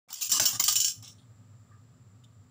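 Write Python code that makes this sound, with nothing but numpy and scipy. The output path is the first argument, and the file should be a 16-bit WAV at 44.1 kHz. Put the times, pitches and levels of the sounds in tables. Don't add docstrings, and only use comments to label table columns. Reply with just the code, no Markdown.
import sys
import numpy as np
from scipy import signal
from scipy.fft import rfft, irfft
from scipy.io import wavfile
from scipy.ndimage import uniform_filter1d, minimum_filter1d

SR = 44100
rng = np.random.default_rng(int(sys.argv[2]) if len(sys.argv) > 2 else 0)


def dump_mix(stems):
    frames = np.atleast_2d(stems).T
    limited = np.clip(frames, -1, 1)
    pcm = np.round(limited * 32767).astype(np.int16)
    wavfile.write(sys.argv[1], SR, pcm)


N = 110250
TIME = np.arange(N) / SR


def from_db(db):
    return 10 ** (np.asarray(db) / 20)


def unit(x):
    return x / np.sqrt(np.sum(x ** 2) + 1e-20)


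def convolve(x, response):
    return signal.fftconvolve(x, response)[:N]


def equalise(x, curve, size=8192):
    hz, db = np.transpose(curve)
    grid_hz = np.maximum(np.linspace(0, SR / 2, size // 2 + 1), 1)
    gain = from_db(np.interp(np.log(grid_hz), np.log(hz), db))
    cepstrum = irfft(np.log(gain))
    cepstrum[1:size // 2] *= 2
    cepstrum[size // 2 + 1:] = 0
    response = irfft(np.exp(rfft(cepstrum)))
    return convolve(x, unit(response))


def decay(t60_s, size):
    return np.exp(-np.log(1000) * TIME[:size] / t60_s)


def add(track, start_s, sound):
    i = max(int(start_s * SR), 0)
    track[..., i:i + sound.shape[-1]] += sound[..., :N - i]


# freq_hz, gain_db
RUMBLE_EQ = [(30, -35), (60, -26.5), (88, -11.5), (100, 4), (126, -0.5), (140, -10.5), (185, -12.5),
             (235, -17.5), (257, -7.5), (285, -30.5), (500, -54.5)]
HISS_EQ = [(100, -7.5), (400, 5), (1050, -2.5), (1240, 5), (1420, -3), (1700, -4), (2300, -9),
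           (3400, -10.5), (5000, -10.5), (6200, -13), (6600, -18.5), (7200, 2), (7750, -2.5), (8400, -21.5),
           (13800, -32), (15300, -16), (16000, -25)]
# time_s, gain_db
ROOM_TONE_RIDE = [(.08, -14), (.3, -13), (.8, -2), (1.0, 4.5), (2.5, 3)]
def room_tone(rumble_db=-58.5, hiss_db=-72.5):
    rumble = from_db(rumble_db) * equalise(rng.standard_normal(N), RUMBLE_EQ)
    hiss = from_db(hiss_db) * equalise(rng.standard_normal(N), HISS_EQ)
    ride_db = np.interp(TIME, *np.transpose(ROOM_TONE_RIDE))
    return (rumble + hiss) * from_db(ride_db)


def contacts(envelope, per_s, spread_db=3.5, plate_t60_s=0.027):
    size = len(envelope)
    touches = rng.random(size) < per_s / SR
    force = from_db(spread_db * np.minimum(rng.exponential(1, size), 3))
    clicks = touches * force * rng.choice([-1, 1], size)
    clicks[0] = 3
    plate = rng.standard_normal(size) * decay(plate_t60_s, size)
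    return unit(convolve(clicks * envelope, plate))


def drag(length_s, edge_s=0.0017, sag_db=6.5, size=8192):
    t = TIME[:size]
    gate = np.clip(np.minimum(t, length_s - t) / edge_s, 0, 1)
    stroke = gate * from_db(-sag_db * t / length_s)
    return contacts(stroke, per_s=2500) * np.sqrt(length_s * SR)


# start_s, length_s, level_db, centre_hz, width_hz
SHUFFLES = [(0.071, 0.047, -72.5, 654, 304), (1.032, 0.075, -57, 3560, 1040),
            (1.023, 0.11, -53, 6350, 2430), (1.182, 0.025, -66.5, 3630, 904),
            (1.167, 0.078, -79, 8900, 1208), (1.215, 0.021, -72, 3690, 905),
            (1.697, 0.096, -68, 1230, 131.2), (1.712, .06, -71.5, 1674, 200),
            (2.235, 0.017, -63.5, 3400, 598)]
def shuffles():
    out = np.zeros(N)
    for start_s, length_s, level_db, centre_hz, width_hz in SHUFFLES:
        edges_hz = [centre_hz - width_hz / 2, centre_hz + width_hz / 2]
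        band = signal.butter(2, edges_hz, "band", fs=SR, output="sos")
        rub = unit(signal.sosfilt(band, drag(length_s))) * np.sqrt(length_s * SR)
        add(out, start_s, from_db(level_db) * rub)
    return out


def sends(level_db, tile_db, thud_db, sizzle_db):
    return from_db(level_db + np.array([[0], [tile_db], [thud_db], [sizzle_db]]))


# start_s, length_s, level_db, tile_send_db, thud_send_db, sizzle_send_db
SKIDS = [(0.084, 0.023, -59.5, 9.5, 2, -14), (0.103, 0.032, -50, 6, -10.5, -7),
         (0.15, 0.062, -46, -6, -12.5, -6.5), (0.214, 0.066, -33, -15, -30.5, 0),
         (0.299, 0.021, -34.5, -2.5, -13.5, 0.5), (0.32, 0.073, -27.5, -4.5, -4.5, -3.5),
         (0.405, 0.038, -26, -5, -0.5, 1), (0.467, 0.055, -34, 0.5, -13, 3),
         (0.525, 0.048, -36.5, 1, 2.5, -5), (0.644, 0.1, -31.5, -8, -18, -0.5),
         (0.685, 0.061, -35.5, -5.5, -25, 1.5), (0.769, 0.032, -35.5, -5.5, -28, -1.5),
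         (0.804, 0.12, -35.5, -28, -36.5, -4.5), (1.026, .08, -62, 6.5, 8, -9)]
def skids():
    buses = np.zeros((4, N))
    for start_s, length_s, level_db, *sends_db in SKIDS:
        add(buses, start_s, sends(level_db, *sends_db) * drag(length_s))
    return buses


# freq_hz, gain_db
STEEL_EQ = [(400, -56.5), (1500, -22.5), (2150, -27.5), (2450, -9.5), (2950, -6.5), (3600, -10), (4700, -6),
            (5500, -1.5), (6500, -2.5), (7300, 2.5), (8100, -9.5), (9000, -11.5), (10800, -14),
            (12000, -19.5), (14000, -21), (16000, -36.5)]
SIZZLE_EQ = [(9000, -30), (13500, -24), (14150, -9), (14600, 0), (15000, -1), (15400, -2), (15600, -26)]
def trap_tone(steel, sizzle, sizzle_db=-6.5):
    return equalise(steel, STEEL_EQ) + from_db(sizzle_db) * equalise(sizzle, SIZZLE_EQ)


# freq_hz, gain_db
TILE_EQ = [(100, -56), (300, -29.5), (560, -13), (790, 0), (1000, -2), (1230, 6), (1430, -0.5), (1900, -4),
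           (2600, 1), (4000, -6.5), (8000, -11.5)]
THUD_EQ = [(30, -35.5), (70, -15), (170, 7.5), (300, 0.5), (450, -6.5), (700, -0.5), (1300, -29),
           (3000, -55)]
def floor_tone(tile, thud, tile_db=-9.5, thud_db=-17):
    return from_db(tile_db) * equalise(tile, TILE_EQ) + from_db(thud_db) * equalise(thud, THUD_EQ)


def clank(tile, pitch_hz=1280, width_hz=93, gain_db=-24.5, size=4096):
    t = TIME[:size]
    mode = np.exp(-np.pi * width_hz * t) * np.sin(2 * np.pi * pitch_hz * t)
    return from_db(gain_db) * convolve(tile, unit(mode))


# start_s, level_db, tile_send_db, thud_send_db, sizzle_send_db, ring_send_db, bounce_fade_s
STRIKES = [(0.103, -49, -2.5, 2.5, -1, 3, .005), (0.1279, -35.5, -6.5, -40, 8, -4.5, .003),
           (0.14, -35.5, -27, -29.5, 4.5, -6, .004), (0.186, -45, -14, -26, -0.5, -3.5, .006),
           (0.21, -31.5, -10.5, -26, 2.5, -12, .005), (0.2279, -32, -24, -34.5, 2, 3.5, .007),
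           (0.2946, -27.5, -12.5, -12.5, -5.5, -1, .004), (0.3163, -19.5, -11.5, -24.5, -5, -1, 0.0093),
           (0.3237, -32, -9, -6, -6.5, -11, .006), (0.358, -33.5, -10.5, -5.5, -9.5, -3, .006),
           (0.3976, -11, 8.5, -4, -5, -13, .004), (0.432, -37, -4, -12.5, -5, -7.5, .005),
           (0.455, -18.5, -7, -23.5, -1.5, -7, .004), (0.4621, -22.5, -19.5, -22, 2, 5.5, .005),
           (0.49, -31, -8.5, -14.5, 5, -7.5, .004), (0.595, -29, 5.5, 3.5, 0.5, -7.5, .002),
           (0.5976, -20, 3.5, -1.5, 3.5, -9, 0.0082), (0.6254, -30.5, -9, -6.5, 3.5, -6, .003),
           (0.639, -18, -22.5, -16.5, 3.5, -4.5, .002), (0.6806, -13.5, -5, -34, -7, -2.5, .006),
           (0.697, -26, -6.5, -23, -4, -3, .004), (0.724, -30, -3.5, -25.5, 5, -1.5, .004),
           (0.7560, -21.5, -17.5, -33, 1, -2.5, .004), (0.7639, -25.5, -28, -28, -2.5, 7.5, .006),
           (0.802, -23, -23.5, -29, -1, 4.5, .004), (0.815, -28.5, -23, -31.5, 3.5, -1, .004),
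           (0.8454, -20.5, -35, -43, -6.5, 2.5, .001), (0.8577, -32.5, -21.5, -39.5, -10, 8, .004),
           (0.8807, -26, -38, -21, -9, 2, .003), (0.895, -35, -20, -29.5, 1, -18, .003),
           (1.0275, -49, -11, -22, -0.5, -17, .004), (1.078, -54.5, 0, -22, -16, 11.5, .004),
           (2.239, -61.5, -4, -20, -8, -8, 0.0058)]
def strikes(size=8192):
    buses = np.zeros((4, N))
    for start_s, level_db, *sends_db, _, fade_s in STRIKES:
        bounces = np.exp(-TIME[:size] / fade_s)
        crack = contacts(bounces, per_s=2800) * np.sqrt(fade_s * SR)
        add(buses, start_s, sends(level_db, *sends_db) * crack)
    return buses


# pitch_hz, gain_db, t60_s
STEEL_MODES = [(1620, -22, .16), (2975, -1, .09), (3230, -10, .1), (4517, -6, .11), (5385, -6, .17),
               (5468, -5, .18), (5522, -3, .24), (5627, -3, .27), (6033, -8, .16), (6160, -5, .23),
               (6205, -5, .27), (6570, -6, .17), (6885, -4, .2), (7083, -1, .19), (7250, 2, .23),
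               (7567, -2, .16), (8814, -7, .14), (10450, -13, .12), (11750, -20, .26), (13050, -20, .11),
               (14686, -6, .12), (15035, -4, .15)]
def ringing(trim_db=-12, spread_db=2.5, lies_flat_s=0.9, mute_db_per_s=149, size=22050):
    out, t = np.zeros(N), TIME[:size]
    partials = np.array([from_db(gain_db) * decay(t60_s, size) * np.exp(2j * np.pi * pitch_hz * t)
                         for pitch_hz, gain_db, t60_s in STEEL_MODES])
    for start_s, level_db, *_, ring_db, _ in STRIKES:
        strengths = from_db(spread_db * rng.standard_normal(len(partials)))
        phases = np.exp(2j * np.pi * rng.random(len(partials)))
        ring = ((strengths * phases) @ partials).imag
        mute_db = mute_db_per_s * np.maximum(start_s + t - max(lies_flat_s, start_s), 0)
        add(out, start_s, from_db(level_db + ring_db + trim_db - mute_db) * ring)
    low_cut = signal.butter(2, 1200, "high", fs=SR, output="sos")
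    return signal.sosfilt(low_cut, out + 1e-18)


# start_s, level_db
BODY_THUMPS = [(0.288, -52), (0.349, -61.5), (0.397, -35.5), (0.53, -43.5), (0.556, -43), (0.60, -52.5),
               (0.639, -54), (0.745, -56), (0.777, -49.5), (0.974, -42), (1.046, -57)]
def body_thumps(centre_hz=118, range_hz=16, swell_s=0.0088, size=8192):
    out, t = np.zeros(N), TIME[:size]
    push = t / swell_s * np.exp(1 - t / swell_s)
    for start_s, level_db in BODY_THUMPS:
        pitch_hz = centre_hz + range_hz * (rng.random() - .5)
        add(out, start_s, from_db(level_db) * push * np.sin(2 * np.pi * pitch_hz * t))
    return out


def room_reverb(x, t60_s=0.27, wet_db=-11.5, predelay_s=0.0017, size=26000):
    onset = np.clip(TIME[:size] / predelay_s - 1, 0, 1)
    tail = rng.standard_normal(size) * decay(t60_s, size) * onset
    return x + from_db(wet_db) * convolve(x, unit(tail))


def scene():
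    steel, tile, thud, sizzle = strikes() + skids()
    trap = trap_tone(steel, sizzle) + ringing() + clank(tile)
    floor = floor_tone(tile, thud) + shuffles()
    return (room_reverb(trap + floor) + body_thumps() + room_tone())[None]


def record(dry):
    threshold_db, release_db_per_s, lookahead_s = -18, 252, 0.01
    silent_until_s, high_cut_hz = 0.078, 15600
    power = uniform_filter1d(dry[0] ** 2, 128)
    level_db = 10 * np.log10(np.maximum(power, 1e-12))
    over_db = np.maximum(level_db - threshold_db, 0)
    release_db = release_db_per_s * TIME
    duck_db = np.maximum.accumulate(over_db + release_db) - release_db
    ahead = int(lookahead_s * SR)
    early_gain_db = minimum_filter1d(-duck_db, ahead, origin=-(ahead // 2))
    smooth_gain_db = uniform_filter1d(early_gain_db, ahead // 2)
    limited = dry * from_db(smooth_gain_db) * (TIME > silent_until_s)
    high_cut = signal.ellip(10, .2, 70, high_cut_hz, fs=SR, output="sos")
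    return signal.sosfilt(high_cut, limited)


dry = scene()
out = record(dry)
dump_mix(out)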